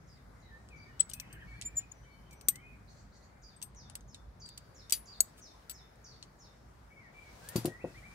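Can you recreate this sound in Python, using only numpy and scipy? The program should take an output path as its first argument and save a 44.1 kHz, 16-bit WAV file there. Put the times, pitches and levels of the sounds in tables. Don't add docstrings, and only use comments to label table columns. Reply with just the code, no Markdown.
import sys
import numpy as np
from scipy import signal
from scipy.fft import rfft, irfft, next_fast_len
from scipy.io import wavfile
from scipy.ndimage import uniform_filter1d

SR = 44100
rng = np.random.default_rng(int(sys.argv[2]) if len(sys.argv) > 2 else 0)


def store_pcm(level_fs):
    pcm = np.round(np.clip(level_fs, -1, 1) * 32767).astype(np.int16)
    wavfile.write(sys.argv[1], SR, np.atleast_2d(pcm).T)


def volts_from_decibels(level):
    exponent = np.asarray(level, float) / 20
    return 10 ** exponent


N = 358974

PORT_LAG = 5
LEAD_RAD = 1.3


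def unit(x):
    return x / np.sqrt(np.mean(x ** 2))


def band(x, lo_hz, hi_hz):
    return signal.sosfilt(signal.butter(2, [lo_hz, min(hi_hz, .45 * SR)], "band", fs=SR, output="sos"), x)


def add(out, x, s, pan_db, lag=PORT_LAG):
    for ch, side in enumerate((1, -1)):
        i = int(s * SR) + (1 - ch) * lag
        part = np.atleast_2d(x)[-ch, :N - i]
        out[ch, i:i + len(part)] += part * volts_from_decibels(side * pan_db / 2)


def echo(x, t60):
    t = np.arange(int(t60 * SR)) / SR
    tail = rng.standard_normal((2, len(t))) * volts_from_decibels(-60 * t / t60) * np.minimum(t / 0.0084, 1)
    tail = tail / np.sqrt(np.sum(tail ** 2, axis=1, keepdims=True))
    return signal.fftconvolve(x[None], tail, axes=1)[:, :N]


def walk(rate):
    hold = int(SR / rate)
    levels = np.repeat(rng.standard_normal(N // hold + 1), hold)
    return 1.3 * uniform_filter1d(levels, hold)[:N]


def ring(modes, length, scatter_db, chance, spread, lead=0):
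    hz, db, t60 = np.transpose(modes)[:, :, None]
    strike, detune, turn = chance[:, :len(hz), None]
    t = np.arange(int(.25 * SR)) / SR
    gain = volts_from_decibels(db + scatter_db * strike - 60 * t / (t60 * np.clip(length, .1, 4)))
    wave = gain * np.exp(2j * np.pi * hz * (1 + 0.00054 * detune) * t)
    turned = wave * np.exp(1j * (lead + spread * turn))
    return np.array([wave.sum(axis=0), turned.sum(axis=0)]).imag


def tone(rows, octave_db=-52):
    s, hz, db = np.transpose(rows)[:3]
    t = np.arange(s[0], s[-1], 1 / SR)
    phase = 2 * np.pi * np.cumsum(np.interp(t, s, hz)) / SR
    edge = np.clip(np.minimum(t - s[0], s[-1] - t) / 0.00056, 0, 1)
    wave = np.sin(phase) + volts_from_decibels(octave_db) * np.sin(2 * phase)
    return np.sqrt(2) * edge * volts_from_decibels(np.interp(t, s, db)) * wave


def clicks(out, hits, modes, spot_db, crack_db, crack_s, rattle_s, rattle, spot_t60=0.034, tops_hz=None,
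           spread=2.0, lead=0, damp_s=1):
    hard_db, hard_slope = -20, 0.81
    t = np.arange(int(.25 * SR)) / SR
    for k, (s, peak_db, spot_hz, pan_db, length) in enumerate(hits):
        chance = rng.standard_normal((3, 16))
        noise = rng.standard_normal((2, len(t)))
        struck = list(modes) + [(spot_hz, spot_db, spot_t60)]
        body = ring(struck, length, 1.5, chance, spread, lead) * (1 - np.exp(-t / 0.00025))
        decay = np.exp(-t / crack_s) + rattle * np.exp(-t / (rattle_s * length))
        crack = band((noise[0] + 1.4 * noise) * decay, 2600, 11000)
        crack = band(crack, 1100, tops_hz[k] if tops_hz else 20000)
        share = volts_from_decibels(crack_db - hard_slope * max(peak_db - hard_db, 0))
        hit = body / np.abs(body).max() + share * crack / np.abs(crack).max()
        level = volts_from_decibels(peak_db - 2200 * np.maximum(t - damp_s, 0))
        add(out, level * hit, s, pan_db, lag=0 if lead else PORT_LAG)



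def jaws(out):
    jaw_modes = [(4650, -15, 0.028), (5860, 3, 0.033), (7290, -13.5, 0.0557), (7900, -11.5, 0.064),
                 (8340, -4.5, 0.075), (8600, -11, 0.0336), (8750, -24, 0.044), (10300, -26.5, 0.077),
                 (11850, -9.5, 0.087), (13500, -21.5, 0.047), (14300, -7.5, 0.077), (15150, -16, 0.083)]
    jaw_hits = [
        (1.199, -32.5, 4340, 5.5, 0.73),
        (2.3093, -54, 6800, 1.5, 1.5),
        (2.4109, -47.5, 8500, 6.5, 0.93),
        (2.557, -41, 8400, 2.5, 0.66),
        (4.897, -41.5, 8170, 15, 0.97),
        (4.907, -35, 8600, -11, 0.35),
    ]
    snap_modes = [(2740, -28.5, 0.04), (4310, -28, 0.036), (6130, -3, .036), (7700, -9.5, 0.02),
                  (8250, 1.5, 0.053), (9100, -11.5, 0.055), (9780, -10.5, 0.043), (10350, -16.5, 0.026),
                  (11830, -26, 0.052), (14370, 0.5, .045), (15480, -19, .065)]
    snap_hits = [
        (2.485, -10, 8400, 8, .9),
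    ]
    clicks(out, jaw_hits, jaw_modes, spot_db=2.0, crack_db=3.5, crack_s=0.0035, rattle_s=.01, rattle=.15)
    clicks(out, snap_hits, snap_modes, spot_db=-8.0, crack_db=1.5, crack_s=0.002, rattle_s=0.013,
           rattle=0.16, spread=0.55, lead=LEAD_RAD)


def pan(out):
    pan_modes = [(2191, -23, .06), (3340, -28, .09), (3900, -9, .02), (6105, -13, .04), (7320, -7, .03),
                 (8250, -5, .05), (8645, -2, .035), (9430, -9, .07), (11720, -9, .06), (13370, -4, .04),
                 (13830, -6, .045), (15460, -13, .07), (10310, -10, .3), (14230, -13, .2)]
    pan_hits = [
        (4.923, -12.5, 7900, 4.9, 0.73),
    ]
    pan_rattles = [
        (4.9275, -25, 4667, 4, 1),
        (4.9335, -32, 6110, 4, .8),
        (4.936, -31, 9430, 4, 1),
        (2.4925, -27, 11830, 8, 1),
        (5.209, -33, 13190, 7, 1),
        (3.564, -53, 8280, 8, 1),
        (4.4605, -54, 8000, -2, 1),
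        (7.563, -37, 4667, 3, 1),
    ]
    clicks(out, pan_hits, pan_modes, spot_db=2.5, crack_db=4.0, crack_s=.002, rattle_s=0.022, rattle=0.4,
           spot_t60=0.04, spread=0.47, lead=LEAD_RAD)
    clicks(out, pan_rattles, [], spot_db=.1, crack_db=-14, crack_s=.002, rattle_s=.01, rattle=.3,
           spot_t60=.06, spread=.3, lead=LEAD_RAD)


def latch(out):
    latch_modes = [(4450, -4, 0.022), (6800, -3, 0.028), (7935, .1, 0.03), (9744, -11, .04),
                   (11820, -20, .04), (13190, -10, .035), (14810, -11, .035), (2780, -27, .03)]
    latch_hits = [
        (4.4897, -42, 7940, -2, .8),
        (4.5783, -36, 4610, -2, .6),
        (5.2047, -7, 7300, 7.5, .8),
    ]
    clicks(out, latch_hits, latch_modes, spot_db=-13.0, crack_db=3.0, crack_s=0.0013, rattle_s=0.006, rattle=0.25)


def catch(out):
    catch_modes = [(2820, -20, .1), (4490, -9, .1), (5670, -12, .03), (7924, .1, .2), (8540, -14, .1),
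                   (9685, -10, .06), (11670, -3, .12), (13160, -2, .1), (14790, -9, .06)]
    catch_hits = [
        (3.9535, -31, 9690, 2.1, .3),
        (5.696, -32.5, 7070, 5.7, 1.4),
        (5.7122, -37.5, 4280, 4.2, 0.47),
    ]
    clicks(out, catch_hits, catch_modes, spot_db=-4.0, crack_db=1, crack_s=0.0016, rattle_s=0.026,
           rattle=0.25, spot_t60=0.027, damp_s=.023)


def lever(out):
    lever_modes = [(4686, 0, 0.015), (6170, 3, 0.013), (8305, 2.5, 0.063), (10320, -14, 0.08),
                   (11770, -3.5, 0.068), (14330, -4, 0.055), (16300, -20, 0.067)]
    lever_hits = [
        (1.0975, -36, 8260, 9, 0.8),
        (1.1349, -26.5, 5860, 4, 0.52),
        (1.135, -37, 10560, 6, 2.1),
        (1.3273, -43, 8340, 6.3, 1.7),
        (2.329, -48.5, 14300, 5.3, 1.8),
        (3.6256, -29, 8200, 8.5, 1.56),
    ]
    clicks(out, lever_hits, lever_modes, spot_db=4.0, crack_db=-7.0, crack_s=0.0069, rattle_s=0.01, rattle=0.17)


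def base(out):
    base_modes = [(2800, -17, .03), (4667, -8, .1), (6000, -9, .05), (7030, -9, .04), (7348, -9, .05),
                  (8215, -5, .05), (8570, -1, .06), (9400, -11, .05), (10305, -9, .25), (11720, -9, .15),
                  (14180, -2, .13), (15490, -11, .08)]
    base_hits = [
        (7.4882, -33, 10305, 3.2, 0.53),
        (7.5605, -25, 4667, 1.9, 1),
        (7.656, -26, 7500, 2.5, 0.36),
    ]
    # t/s, t60/s, level/dB
    settles = [
        (7.558, 0.25, -38),
        (7.656, 0.14, -38),
    ]
    clicks(out, base_hits, base_modes, spot_db=-12.0, crack_db=1.5, crack_s=0.0011, rattle_s=0.018,
           rattle=0.27, spot_t60=0.16, spread=0.78, lead=LEAD_RAD)
    t = np.arange(SR // 4) / SR
    for s, t60, db in settles:
        grit = rng.standard_normal((2, len(t))) * volts_from_decibels(db - 60 * t / t60)
        add(out, band(grit, 640, 9500), s, 3)


def ticks(out):
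    # t/s, peak level/dB, f/Hz, left minus right level/dB, top of the crack f/Hz
    light_ticks = [(0.688, -58, 8000, -5, 8000), (0.9954, -55.5, 3380, 26, 7100),
                   (1.0084, -40, 3250, 3, 6040), (1.0933, -54, 8320, 9, 12900),
                   (1.1142, -46, 2980, 3, 6960), (1.6132, -39.5, 7000, 3.5, 9900),
                   (1.622, -42, 7900, -10, 7450), (3.6167, -44.5, 7700, -3.5, 8450),
                   (3.748, -62, 8250, 4, 8800), (3.8986, -50.5, 10000, 6.5, 8950),
                   (4.008, -56.5, 6400, 3, 12000), (4.1454, -44, 3790, -0.5, 7900),
                   (4.46, -54.5, 7740, -4, 9260), (4.576, -45.5, 4580, -6, 9000),
                   (5.957, -65.5, 8300, 1, 12000), (6.227, -44, 4330, 3.5, 7100),
                   (7.6463, -46.5, 7000, 2.5, 8000)]
    hits = [(*row[:-1], 0.68) for row in light_ticks]
    tops_hz = [row[-1] for row in light_ticks]
    clicks(out, hits, [], tops_hz=tops_hz, spot_db=.1, crack_db=10.5, crack_s=0.000414, rattle_s=0.017, rattle=0.2)


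def squeaks(out):
    # t/s, f/Hz, level/dB
    hinge_squeaks = [
        [(.995, 8000, -54), (.999, 7920, -38), (1.0035, 7880, -17.5), (1.006, 7870, -18.5), (1.013, 7868, -33),
         (1.019, 7868, -50), (1.06, 7890, -72)],
        [(1.647, 7150, -64), (1.653, 7160, -42), (1.664, 7190, -36), (1.675, 7205, -40), (1.685, 7220, -50),
         (1.7, 7237, -66), (1.73, 7240, -80)],
        [(1.753, 7400, -64), (1.762, 7300, -46), (1.7645, 7250, -60), (1.7695, 7120, -32), (1.783, 7060, -28),
         (1.791, 7030, -32), (1.8, 7030, -45), (1.812, 7050, -60), (1.85, 7060, -80)],
        [(1.913, 7100, -75), (1.919, 6820, -45), (1.923, 6820, -52), (1.927, 6820, -76)],
    ]
    octaves_db = (-30, -16, -17, -32)
    for rows, pan_db, octave_db in zip(hinge_squeaks, (8.5, -1.0, 3.5, 13.0), octaves_db):
        add(out, tone(rows, octave_db), rows[0][0], pan_db)


def rubs(out):
    # t/s, length/s, level/dB, top f/Hz
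    finger_rubs = [
        (5.36, .06, -57, 14000),
        (2.31, .045, -62, 10000),
        (4.46, .05, -63, 14000),
        (1.762, .05, -56, 7500),
        (.99, .03, -49, 13000),
        (1.785, .06, -58, 6000),
        (7.638, .016, -48, 8000),
        (1.91, .025, -60, 14000),
        (1.648, .03, -58, 8000),
    ]
    for s, length, db, top_hz in finger_rubs:
        grit = rng.standard_normal(SR // 2)[:int(length * SR)]
        add(out, volts_from_decibels(db) * band(grit * np.hanning(len(grit)), 1100, top_hz), s, 3)


def knocks(out):
    # f/Hz, level/dB, t60/s
    plank_modes = [(117, -18, 0.4), (156, -7.5, 0.088), (200, -6.5, 0.04), (322, -0.5, 0.021),
                   (352.5, 1.5, .07), (523, -1, 0.045), (688, -3, 0.067), (875, -5, 0.049),
                   (1075, 0.5, 0.04), (1428, -18, 0.02)]
    # t/s, peak level/dB, push/ms, ring length factor, level of the low modes/dB
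    thumps = [
        (4.9228, -42, 0.62, 0.29, -12),
        (2.486, -34, 0.49, 0.2, 8),
        (5.2053, -31.5, .2, 0.084, 0),
        (7.5564, -19, 1.07, 0.91, 14.5),
        (7.581, -28, 4.8, 0.79, -27),
        (7.6489, -21.5, 1.22, 0.27, -21),
        (7.6546, -24, 2.1, 1, 4.5),
        (7.6745, -27, 1.7, 0.81, -4),
        (7.8415, -26, 1.66, 0.6, -9),
    ]
    boom_hz, rise_s, thud_db, thud_s = 260, 0.00069, 1.5, 0.039
    for s, peak_db, push_ms, length, boom_db in thumps:
        push = np.hanning(int(np.clip(push_ms, .2, 8) * SR / 1000))
        wood = [(hz, db + boom_db * (hz < boom_hz), t60) for hz, db, t60 in plank_modes]
        knock = ring(wood, length, 3, rng.standard_normal((3, 16)), spread=0)[0]
        t = np.arange(len(knock)) / SR
        knock += volts_from_decibels(thud_db) * rng.standard_normal(len(t)) * np.exp(-t / (thud_s * length))
        knock = np.convolve(-knock * (1 - np.exp(-t / rise_s)), push)
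        knock = band(knock, 110, 2300)
        add(out, volts_from_decibels(peak_db) * knock / np.abs(knock).max(), s, 3.5)


def trap():
    out = np.zeros((2, N))
    for part in (jaws, pan, latch, catch, lever, base, ticks, squeaks, rubs, knocks):
        part(out)
    shade = 0.026
    out[1] = signal.lfilter([1 - shade], [1, -shade], out[1])
    near_t60_s, near_db = 0.18, -22.5
    return out + volts_from_decibels(near_db) * echo(band(out.mean(axis=0), 1200, 22000), near_t60_s)


def sweep():
    # t/s, level/dB
    sweep_level = [(7.12, -96), (7.141, -86), (7.3, -75.5), (7.5, -67), (7.57, -75), (7.7, -91),
                   (7.9, -67.5), (8.05, -70), (8.14, -70)]
    sweep_hz = (2825, 9500)
    db = np.interp(np.arange(N) / SR, *np.transpose(sweep_level)) + 1.8 * walk(30)
    return volts_from_decibels(db) * unit(band(rng.standard_normal((2, N)), *sweep_hz))


def thrush():
    # t/s, length/s, f/Hz, level/dB
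    held = [(.85, .03, 2280, -66), (.86, .09, 1830, -72), (1.03, .08, 2150, -75), (1.135, .02, 2520, -64),
            (1.165, .05, 2560, -62), (1.51, .02, 1850, -66), (1.63, .065, 2330, -67),
            (1.715, .05, 2360, -71), (1.74, .06, 1850, -71), (1.82, .03, 2480, -68), (2.05, .12, 2270, -70),
            (2.62, .04, 2160, -71), (1.38, .03, 1830, -68), (6.905, .035, 2250, -65),
            (6.96, .045, 2250, -63), (7.05, .055, 2230, -69), (7.14, .095, 2330, -61),
            (7.24, .09, 2250, -68), (7.8, .1, 1920, -69)]
    # t/s, length/s, first f/Hz, aim f/Hz, level/dB
    glides = [(1.215, .033, 2450, 1700, -66), (1.325, .025, 1450, 1880, -65),
              (1.415, .025, 1950, 1500, -63), (1.47, .125, 2200, 2350, -62), (1.59, .035, 2080, 1750, -69),
              (2.3, .055, 2350, 2250, -66), (2.515, .09, 1850, 2250, -64), (7.005, .07, 2150, 1800, -66),
              (2.612, .12, 2430, 2510, -66), (2.72, .04, 2130, 2400, -70), (7.42, .14, 1520, 2000, -64),
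              (7.67, .12, 1850, 1960, -61)]
    scoops = [
        (.705, .14, 2570, 2280, -63),
        (7.79, .07, 2000, 2640, -62),
        (7.945, .05, 1850, 2350, -62),
        (8.02, .115, 1850, 2330, -62),
    ]
    dips = [
        (.48, .125, 1880, 1770, -68),
        (1.352, .04, 1880, 1600, -66),
        (1.535, .045, 1900, 1580, -68),
    ]
    notes = [(s, length, hz, length / 2, hz, hz, db) for s, length, hz, db in held]
    notes += [(s, length, first, length / 2, (first + aim) / 2, aim, db) for s, length, first, aim, db in glides]
    notes += [(s, length, first, .033, aim, aim, db) for s, length, first, aim, db in scoops]
    notes += [(s, length, first, length / 2, aim, first, db) for s, length, first, aim, db in dips]
    out = np.zeros((2, N))
    for s, length, first, turn_s, turn, last, db in notes:
        add(out, tone([(0, first, db - 2), (turn_s, turn, db + 5.5), (length, last, db - 2)]), s, 3)
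    return out * volts_from_decibels(.2)


def warbler():
    # t/s, f/Hz, level/dB
    chiff = [(0, 7100, -7), (.005, 6200, 2), (.011, 5200, 1), (.019, 4680, -1), (.05, 4600, 1),
             (.072, 4560, -3), (.085, 3800, -9), (.11, 3300, -16)]
    chaff = [(0, 7300, -8), (.01, 6200, 1), (.02, 5400, -2), (.04, 5250, 1), (.047, 4900, -7),
             (.06, 4100, -7), (.075, 3620, -8), (.098, 3520, -12), (.105, 3480, -20)]
    chup = [(0, 7000, -5.5), (.012, 5200, -12.5), (.024, 3900, -5.5), (.07, 3800, -8), (.09, 3750, -18.5)]
    churr = [(0, 3800, -3), (.006, 4600, 2), (.01, 5400, -9), (.016, 6300, -1), (.021, 7000, -7),
             (.027, 8200, -9)]
    # t/s, pitch factor, level/dB
    chiffs = [
        (0.071, 1.06, -74),
        (0.757, 1.01, -75),
        (3.42, 1.02, -69),
        (4.398, 1.005, -63),
        (5.055, 1.01, -62),
        (6.041, 1.005, -64),
    ]
    chaffs = [
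        (3.752, 1.02, -65),
        (4.077, 1, -68),
        (4.744, 1.02, -64),
        (5.406, 1.01, -66),
        (5.725, .995, -63),
        (6.387, 1.02, -67),
        (7.904, 0.8, -75),
    ]
    chups = [
        (0.402, 1.014, -71),
    ]
    # t/s, level/dB
    churrs = [(2.876, 2), (2.892, 3), (2.924, -4), (2.954, 2), (2.968, 0), (2.982, -1), (3.12, -2),
              (3.139, -3), (3.155, -5), (3.212, -4), (3.226, -5)]
    out = np.zeros((2, N))
    for shape, notes in ((chiff, chiffs), (chaff, chaffs), (chup, chups)):
        for s, pitch, db in notes:
            add(out, volts_from_decibels(db) * tone(np.array(shape) * [1, pitch, 1]), s, -1.1, lag=1)
    for s, db in churrs:
        add(out, volts_from_decibels(db - 72) * tone(churr), s, -1.1, lag=1)
    return out


def far_birds():
    # t/s, length/s, f/Hz, level/dB
    whistles = [(1.47, .15, 4370, -73), (1.93, .11, 5950, -73), (2.03, .28, 3050, -77),
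                (2.1, .06, 4400, -74), (.035, .035, 2050, -75), (.165, .02, 2030, -73),
                (.355, .045, 2070, -75), (.42, .08, 2050, -76), (.64, .06, 1850, -74),
                (.89, .09, 2900, -78), (3.15, .1, 1980, -77), (3.3, .1, 2080, -77), (2.35, .13, 5950, -71),
                (2.52, .15, 3030, -77), (3.28, .22, 2330, -79), (1.25, .65, 298, -68)]
    out = np.zeros((2, N))
    for s, length, hz, db in whistles:
        add(out, tone([(0, hz, db - 3), (length / 2, hz, db), (length, hz, db - 4)]), s, 1, lag=0)
    start_s, end_s, lo_hz, hi_hz = 1.15, 1.8, 1600, 3200
    length_s, twitter_db = .03, -73
    for when, pitch, slide in rng.random(size=(60, 3)):
        hz = lo_hz + pitch * (hi_hz - lo_hz)
        note = tone([(0, hz, twitter_db), (length_s, hz * (.8 + .4 * slide), twitter_db)])
        add(out, note, start_s + when * (end_s - start_s), 1.1)
    return out


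def birds():
    waver = .00014 * SR
    n = np.arange(N)
    path = n + waver * walk(40)
    song = np.array([np.interp(path, n, port) for port in thrush()])
    far = np.array([np.interp(path, n, port) for port in far_birds()])
    near = warbler() * volts_from_decibels(2.5 * walk(150))
    far = far * volts_from_decibels(3 * walk(60) - 1.5)
    mono = (near + volts_from_decibels(-8) * (far + song)).mean(axis=0) * volts_from_decibels(2 * walk(120))
    mono = np.interp(n + waver * walk(75), n, mono)
    bushes = volts_from_decibels(8.5) * echo(mono, 0.3)
    trees = volts_from_decibels(0.5) * echo(mono, .9)
    return near + far + volts_from_decibels(1.798 * walk(50)) * song + bushes + trees


def outdoors():
    # f/Hz, level per Hz/dB
    spectrum = [(20, -35), (34, -24), (52, 6), (80, -4.5), (115, -1.5), (180, -7), (300, -13), (700, -13),
                (1500, -16.5), (2200, -22), (2800, -28.5), (5000, -29), (8600, -34.5), (16000, -41)]
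    # f/Hz, coherence (0-1)
    likeness = [(60, 1), (130, 0.9), (290, 0.8), (640, 0.1), (1400, 0.04)]
    # f/Hz, left minus right level/dB
    lean_curve = [(60, -2), (250, 4), (1300, 3), (4400, 2), (15000, 2)]
    # t/s, level/dB
    traffic = [(0, 4.5), (.6, 3), (1.74, 7), (1.88, 1.5), (2.93, 5), (3.3, 1), (4.3, 5), (4.8, 1.5),
               (5.9, -0.5), (7.3, 1), (8.14, 5.5)]
    # t/s, level/dB
    breeze = [(0, -4), (1.501, 0), (1.9, -2.5), (4.3, -5.5), (4.898, 0.5), (6.5, -3.5), (7.1, -2.1),
              (7.139, 1.5), (7.55, 12.5), (7.8, 2), (8.14, 3)]

    def read(table, hz):
        table_hz, value = np.transpose(table)
        return np.interp(np.log(hz), np.log(table_hz), value)

    rumble, rush = (np.interp(np.arange(N) / SR, *np.transpose(curve)) for curve in (traffic, breeze))
    hum = .45 * rush
    size = next_fast_len(N, real=True)
    f = np.fft.rfftfreq(size, 1 / SR) + 1
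    opposite = np.array([[1], [-1]])
    out = np.zeros((2, N))
    for hz in 22 * 2 ** (np.arange(20) / 2):
        shape = volts_from_decibels(read(spectrum, f)) * np.cos(np.pi / 2 * np.clip(2 * np.log2(f / hz), -1, 1))
        mid, side = irfft(rfft(rng.standard_normal((2, size))) * shape, size)[:, :N]
        alike = np.clip(read(likeness, hz), 0, .98)
        low = np.clip(np.log2(400 / hz), 0, 1)
        high = np.clip(np.log2(hz / 1500), 0, 1)
        db = low * (rumble + 0.33 * walk(6)) + high * rush + (1 - low - high) * hum + 1.4 * walk(12)
        lean = volts_from_decibels(opposite / 2 * read(lean_curve, hz))
        out += volts_from_decibels(db) * lean * (np.sqrt(1 + alike) * mid + np.sqrt(1 - alike) * side * opposite)
    return unit(out) * volts_from_decibels(-55.5)


def scene():
    return trap() + sweep() + birds() + outdoors()


def band_limit(x):
    return signal.sosfilt(signal.butter(12, 16830, fs=SR, output="sos"), x)


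def record(dry):
    low_pass = signal.ellip(8, .2, 60, 15650, fs=SR, output="sos")
    mix = signal.sosfilt(low_pass, dry)
    return band_limit(mix)


dry = scene()
out = record(dry)
store_pcm(out)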